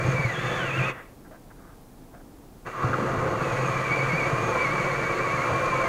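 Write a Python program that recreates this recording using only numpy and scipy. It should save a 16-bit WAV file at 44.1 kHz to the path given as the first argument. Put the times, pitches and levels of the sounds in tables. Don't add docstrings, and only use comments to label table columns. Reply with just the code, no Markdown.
import sys
import numpy as np
from scipy import signal
from scipy.fft import rfft, irfft
from scipy.io import wavfile

SR = 44100
rng = np.random.default_rng(int(sys.argv[2]) if len(sys.argv) > 2 else 0)


def output_pcm(signal):
    pcm = np.clip(np.atleast_2d(signal).T, -1, 1) * 32767
    wavfile.write(sys.argv[1], SR, np.round(pcm).astype(np.int16))


N = 259308
TIME = np.arange(N) / SR
BINS = np.fft.rfftfreq(N, 1 / SR)

# (frequency [Hz], relative density [dB])
MURMUR_SPECTRUM = [(12, -55), (20, 3), (42, 1.5), (59, -9.5), (101, -4.5), (246, -5), (291, -4.5),
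                   (385, -11), (481, -10), (553, -15), (692, -14), (1940, -29.5), (2870, -33),
                   (15800, -34.5)]
# (frequency [Hz], relative density [dB])
SHUDDER_SPECTRUM = [(10, -13), (30, 0), (52, -12), (74, -9.0), (100, -9), (200, -46), (600, -80)]
# (frequency [Hz], relative density [dB])
CHIP_SPECTRUM = [(1500, -6.5), (2800, 5.5), (3600, 1), (4050, -1), (4480, 1.5), (5000, -7), (5800, -4),
                 (6650, 1), (7300, -6.5), (8700, -12.5), (9500, -11), (11200, -22), (13000, -18),
                 (15800, -35)]
# (frequency [Hz], time to fall 60 dB [s])
CABIN_DECAY = [(150, 0.24), (1000, 0.26), (8000, 0.026)]
# (time [s], rotor speed [Hz])
ROTOR_SPEEDS = [
    [(0.0, 258), (0.1, 272), (0.17, 257), (0.24, 254), (0.29, 222), (0.37, 197), (0.57, 196), (0.61, 170),
     (0.67, 157), (0.78, 159), (0.8, 139), (0.88, 145)],
    [(2.65, 300), (3.35, 316), (3.44, 284), (3.65, 279), (3.85, 263), (4.22, 262), (4.5, 270), (4.58, 256),
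     (5.7, 264), (5.88, 254)],
]
# (time of deepest sag [s], sag [Hz])
SPEED_SAGS = [(0.36, 19.2), (0.526, 6.1), (0.719, 21.4), (0.821, 7.5), (0.92, 14.3), (3.549, 7), (3.69, 11),
              (3.774, 12.8), (3.9, 16), (4.004, 16), (4.12, 21), (4.24, 17), (4.681, 21), (4.826, 16),
              (4.919, 19), (5.051, 9.8), (5.16, 29.5), (5.289, 16.8), (5.401, 28.6), (5.758, 10.7),
              (5.87, 27)]
# (time [s], feed [dB])
FEED_PRESSURE = [
    [(0.0, -2.5), (0.08, 1), (0.2, -2.5), (0.33, -4), (0.55, 0.5), (0.73, -3.5), (0.8, 1), (0.9, -1)],
    [(2.66, -9), (2.74, -14.5), (2.85, -1.5), (3.25, 1), (3.8, 0), (4.15, 0.5), (4.85, 1.5), (5.0, -1),
     (5.5, 1.5), (5.88, 1)],
]
# (multiple of rotor speed [1], level against the grinding [dB])
GROWL_ORDERS = [(2, -19), (4, -10)]
# (frequency [Hz], gain [dB])
BODY_RADIATION = [(1200, -20), (1320, -12), (1500, -8.5), (1750, -15), (1940, -1), (2100, -6), (2200, -2),
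                  (2290, 0.5), (2400, -5.5), (2540, -3.5), (2850, -10.5), (3500, -11), (3800, -22),
                  (4200, -18), (4500, -18), (5200, -37)]
# (start [s], length [s], rise [dB])
GEAR_HOWLS = [(0.14, 0.16, 5), (0.81, 0.26, 4.5), (3.86, 0.19, 7), (4.091, 0.18, 6), (4.549, 0.14, 7),
              (4.725, 0.16, 3)]
# (start [s], length [s], level [dB], resonance [Hz], its relative level [dB])
SCRAPE_STROKES = [(0.936, 0.087, -43.5, 1880, -3), (1.238, 0.051, -55.5, 1250, -12),
                  (1.303, 0.039, -48.5, 660, 2), (1.326, 0.05, -52, 670, -3),
                  (1.501, 0.025, -50, 1510, -20), (1.548, 0.23, -56.5, 1190, -4),
                  (2.126, 0.064, -51, 655, 2), (2.191, 0.03, -55.5, 700, -6),
                  (2.655, .04, -39.5, 1154, -17), (2.718, 0.11, -36, 1134, 8), (2.74, 0.59, -36, 250, 5),
                  (2.817, 0.041, -31, 1172, 12), (2.927, 0.026, -25, 1270, 10),
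                  (3.236, 0.064, -30.5, 420, 13)]
# (time [s], relative peak level [dB])
TOOTH_CATCHES = [(0.049, -11), (0.083, -7), (0.144, -11), (0.194, -12), (0.249, -8), (0.78, -15.5),
                 (0.803, -16.5), (2.664, -27), (2.843, -8.5), (2.899, -13.5), (2.994, -34), (3.181, -12),
                 (3.421, -31), (3.662, -30), (3.902, -16), (4.13, -10), (4.329, -13), (4.423, -29),
                 (4.669, -31), (5.21, -24), (5.515, -17)]
# (time [s], frequency [Hz])
CHATTER_PITCH = [(3.9, 1150), (4.05, 1175), (4.45, 1160), (4.58, 1036), (4.7, 1148), (5.1, 1148),
                 (5.5, 1094), (5.82, 1049)]
# (frequency [Hz], width [Hz], relative level [dB])
GEARBOX_MODES = [(1370, 39, -0.5), (1579, 53, 4), (1657, 22, 1), (1730, 89, -15.5), (1780, 52, -2.5),
                 (1927, 93, 1), (2040, 220, -8.5), (2295, 186, -2.5), (2614, 154, -8), (2795, 91, -4)]
LOADED_CASE_MODES = [(2630, 80, 5), (3050, 130, -3), (3330, 170, -1), (3580, 120, -3)]
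HOUSING_MODES = [(6540, 100, 11), (8850, 1040, -8)]
GROOVE_MODES = [(665, 120, -3.5), (1030, 400, -5.5), (1330, 120, -6), (1560, 110, -0.5), (2020, 170, -13)]
PANEL_MODES = [(74, 6.4, -16), (117, 15, -6.5), (135.3, 6, 0), (151.5, 18, -4.5), (179, 20, -8.5),
               (224, 35, -19.5)]
STEEL_MODES = [(266, 145, -8.5), (346, 38, -1), (450, 35, -1.5), (515, 88, -2.5), (519, 59, -0.5),
               (653, 36, -2.5), (719.5, 62, -8.5), (754, 33, -10), (897, 145, -8), (1420, 277, -10.5)]
CUP_MODES = [(1063, 110, -7), (1140.5, 135, 1), (1252, 63, -1.5), (1316, 48, -11.5), (1420, 58, -6.5)]
# (base level [dB], slope against feed [dB/dB], exponent of speed [1])
BOOM_LAW, GRIND_LAW = (-31.5, 1.0, 0.0), (-30.5, 0.95, 0.55)
CUP_LAW, RATTLE_LAW = (-33, 0.58, 0.54), (-34.5, 0.61, -0.071)

RELEASE_S, RESTART_S = 0.9, 2.648
BRAKE_S, COAST_S, SPIN_UP_S = 0.03, 0.25, 0.02
COAST_SPEED, COAST_DB = 0.4, -14.5
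FREE_HZ, SAG_S, RECOVER_S = 329.5, 0.05, 0.06
CUP_DB_PER_S, BOOM_DB_PER_S = 0.68, -1.08
SLACK_LOAD, SLACK_RATTLE_DB, SLACK_WHINE_DB = 0.12, -10.5, -16.5
MESH_DB, OCTAVE_DB = -36, -40
STALL_RISE_DB, WHINE_PER_FEED = 24, 0.43
RASP_FROM_HZ, RASP_FULL_HZ, RASP_DB = 200, 197, -11
CHATTER_FROM_S, CHATTER_GROWS_S, CHATTER_DB = 3.33, 0.75, -1.5
DRONE_HZ, DRONE_DB = 131.8, -5


def gain_of(db):
    return 10 ** (np.asarray(db) / 20)


def unit_rms(x):
    return x / np.sqrt(np.mean(x ** 2) + 1e-20)


def at_frequency(points, hz):
    f, value = np.transpose(points)
    return np.interp(np.log(hz + 1), np.log(f + 1), value)


def add(mix, s, sound):
    part = mix[max(round(s * SR), 0):][:len(sound)]
    part += sound[:len(part)]


def coloured(x, spectrum):
    return unit_rms(irfft(rfft(x) * gain_of(at_frequency(spectrum, BINS)), N))


def wander(rate_hz):
    size = 8192
    hz = np.fft.rfftfreq(size, TIME[-1] / size)
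    slow = irfft(rfft(rng.standard_normal(size)) / (1 + (hz / rate_hz) ** 4))
    return unit_rms(np.interp(TIME, np.linspace(0, TIME[-1], size), slow))


def frayed(angle, rough, width_hz):
    tremble = (wander(width_hz) + 1j * wander(width_hz)) / np.sqrt(2)
    return ((1 + rough * tremble) * np.exp(1j * angle)).real / np.sqrt(1 + rough ** 2)


def ring(x, modes):
    power = sum(gain_of(db) ** 2 / (1 + ((BINS ** 2 - f ** 2) / ((BINS + 1) * 1.62 * width)) ** 2) ** 2
                for f, width, db in modes)
    log_gain = np.log(power + 1e-9) / 2
    mirrored = np.concatenate([log_gain, log_gain[-2:0:-1]])
    response = np.exp(np.conj(signal.hilbert(mirrored)))
    return unit_rms(irfft(rfft(x) * response[:len(BINS)], N))


def tooth_noise(per_s, spread_db, rub):
    strikes = rng.random(N) < per_s / SR
    sizes = gain_of(spread_db * np.minimum(rng.exponential(1, N), 4))
    clicks = strikes * sizes * rng.choice([-1, 1], N)
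    return unit_rms(clicks) + rub * rng.standard_normal(N)


def van_murmur():
    return gain_of(-48) * coloured(rng.standard_normal(N), MURMUR_SPECTRUM)


def cabin_echo(x):
    size = SR // 4
    taps = rng.choice([-1., 1.], size) * (rng.random(size) < 1 / 20)
    taps *= np.arange(size) > SR // 400
    hz, t, bands = signal.stft(taps, SR, nperseg=256)
    decay = gain_of(-60 * t / at_frequency(CABIN_DECAY, hz)[:, None])
    tail = signal.istft(bands * decay, SR, nperseg=256)[1]
    return signal.fftconvolve(x, tail / np.linalg.norm(tail))[:N]


def shudder(grind):
    return gain_of(-16.5) * grind * coloured(rng.standard_normal(N), SHUDDER_SPECTRUM)


def scrapes():
    out = np.zeros(N)
    grit = tooth_noise(per_s=830, spread_db=4.5, rub=0.98)
    groove = ring(grit, GROOVE_MODES)
    for s, length, db, hz, resonance_db in SCRAPE_STROKES:
        part = slice(round(s * SR), round((s + length) * SR))
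        peak = signal.iirpeak(hz, hz / 200, fs=SR)
        resonance = unit_rms(signal.lfilter(*peak, signal.lfilter(*peak, grit[part])))
        stroke = groove[part] + gain_of(resonance_db) * resonance
        add(out, s, gain_of(db) * unit_rms(stroke) * signal.windows.tukey(len(stroke), .5))
    return out


def trigger():
    braked = RELEASE_S + BRAKE_S
    driving = np.interp(TIME, [RELEASE_S, braked, RESTART_S, RESTART_S + SPIN_UP_S], [1, 0, 0, 1])
    coasting = np.interp(TIME, [RELEASE_S, braked, RELEASE_S + COAST_S], [0, 1, 0])
    return driving, coasting


def rotor_speed():
    sag = sum(hz * np.interp(TIME, [s - SAG_S, s, s + RECOVER_S], [0, 1, 0]) for s, hz in SPEED_SAGS)
    return np.interp(TIME, *np.concatenate(ROTOR_SPEEDS).T) - sag


def envelopes(load, driving, coasting):
    feed_db = np.interp(TIME, *np.concatenate(FEED_PRESSURE).T)
    moving = driving + gain_of(COAST_DB) * coasting
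    boom, grind, cup, rattle = (moving * gain_of(db + slope * feed_db) * (1 - load) ** power
                                for db, slope, power in (BOOM_LAW, GRIND_LAW, CUP_LAW, RATTLE_LAW))
    cut_s = np.cumsum(moving) / SR
    boom *= driving * gain_of(BOOM_DB_PER_S * cut_s)
    cup *= gain_of(CUP_DB_PER_S * cut_s)
    slack = np.exp(-load / SLACK_LOAD)
    rattle *= gain_of(SLACK_RATTLE_DB * slack)
    howl_db = sum(db * np.sin(np.pi * np.clip((TIME - s) / length, 0, 1))
                  for s, length, db in GEAR_HOWLS)
    strain_db = STALL_RISE_DB * load + SLACK_WHINE_DB * slack + WHINE_PER_FEED * feed_db + howl_db
    return boom, grind, cup, rattle, driving * gain_of(strain_db)


def rattle_and_chips(turns, rattle):
    pulse = 1 + 0.059 * np.cos(2 * np.pi * turns)
    knocks = tooth_noise(per_s=3000, spread_db=2.5, rub=1.0) * pulse
    speed = np.gradient(turns) * SR
    hiss = gain_of(-6.5) * (speed / speed.max()) ** 0.69 * coloured(knocks, CHIP_SPECTRUM)
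    return rattle * (ring(knocks, GEARBOX_MODES) + hiss)


def gear_whine(turns, rotor_hz, strain, grind, rattle):
    angle = 2 * np.pi * turns
    mesh, mesh_hz = 9 * angle, 9 * rotor_hz
    tone = frayed(mesh, rough=.7, width_hz=60)
    octave = frayed(2 * mesh, rough=.9, width_hz=70)
    tone += gain_of(-10) * frayed(mesh, rough=1.5, width_hz=280)
    octave += gain_of(-13.5) * frayed(2 * mesh, rough=3.0, width_hz=220)
    tone *= gain_of(MESH_DB + at_frequency(BODY_RADIATION, mesh_hz))
    octave *= gain_of(OCTAVE_DB + at_frequency(BODY_RADIATION, 2 * mesh_hz))
    labour = np.clip((RASP_FROM_HZ - rotor_hz) / (RASP_FROM_HZ - RASP_FULL_HZ), 0, 1)
    knocks = tooth_noise(per_s=1700, spread_db=3, rub=.9)
    rasp = gain_of(RASP_DB) * labour * ring(knocks, LOADED_CASE_MODES)
    growl = sum(gain_of(db) * frayed(k * angle, rough=0.9, width_hz=32) for k, db in GROWL_ORDERS)
    high_orders = sum(frayed(k * angle, rough=1.5, width_hz=130) for k in (24, 32))
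    squeal = gain_of(-27) * ring(high_orders, HOUSING_MODES)
    return strain * (tone + octave) + grind * growl + rattle * (rasp + squeal)


def panel_drone(boom):
    return gain_of(DRONE_DB) * boom * frayed(2 * np.pi * DRONE_HZ * TIME, rough=1.14, width_hz=12)


def tooth_catches():
    out, t = np.zeros(N), np.arange(SR // 6) / SR
    envelope = (1 - np.exp(-t / 0.0033)) * np.exp(-t / 0.016)
    for s, db in TOOTH_CATCHES:
        hz = 134 * (1 + 0.13 * rng.standard_normal())
        swing = np.sin(2 * np.pi * hz * t) * envelope
        add(out, s, gain_of(db - 9) * swing / abs(swing).max())
    return out


def cup_chatter(cup):
    hz = np.interp(TIME, *np.transpose(CHATTER_PITCH)) * (1 + 0.012 * wander(12.2))
    angle = 2 * np.pi * np.cumsum(hz) / SR
    grown = np.clip((TIME - CHATTER_FROM_S) / CHATTER_GROWS_S, 0, 1)
    return gain_of(CHATTER_DB) * grown * cup * frayed(angle, rough=1.2, width_hz=32)


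def hole_saw(turns, boom, grind, cup):
    spindle = 2 * np.pi * turns / 15
    bite = np.sin(spindle + 0.71 * wander(4.4))
    blows = tooth_noise(per_s=1100, spread_db=2.5, rub=0.88)
    panel = gain_of(-1.5) * boom * ring(blows * gain_of(2 * bite), PANEL_MODES)
    steel = gain_of(0.5) * grind * ring(blows * gain_of(bite), STEEL_MODES)
    wall_rub = tooth_noise(per_s=1500, spread_db=-5.5, rub=1.0)
    singing = ring((wall_rub + 0.83 * blows) * gain_of(0.31 * bite), CUP_MODES)
    drift_s = np.cumsum(.009 * wander(6.99)) / SR
    return panel + steel + gain_of(-1.5) * cup * np.interp(TIME + drift_s, TIME, singing)


def scene():
    driving, coasting = trigger()
    rotor_hz = rotor_speed()
    load = np.clip(1 - rotor_hz / FREE_HZ, 0, 1)
    jolts = 1 + 0.0061 * wander(35.3)
    turns = np.cumsum(rotor_hz * (driving + COAST_SPEED * coasting) * jolts) / SR
    boom, grind, cup, rattle, strain = envelopes(load, driving, coasting)
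    gears = gear_whine(turns, rotor_hz, strain, grind, rattle) + rattle_and_chips(turns, rattle)
    work = hole_saw(turns, boom, grind, cup) + panel_drone(boom) + cup_chatter(cup) + gears + scrapes()
    background = shudder(grind) + van_murmur()
    echo = gain_of(-18) * cabin_echo(work)
    return (background + echo + work + tooth_catches())[None]


def record(dry):
    low_pass = signal.firwin(801, 15750, window=("kaiser", 9), fs=SR)
    return signal.oaconvolve(dry, low_pass[None], "same")


dry = scene()
out = record(dry)
output_pcm(out)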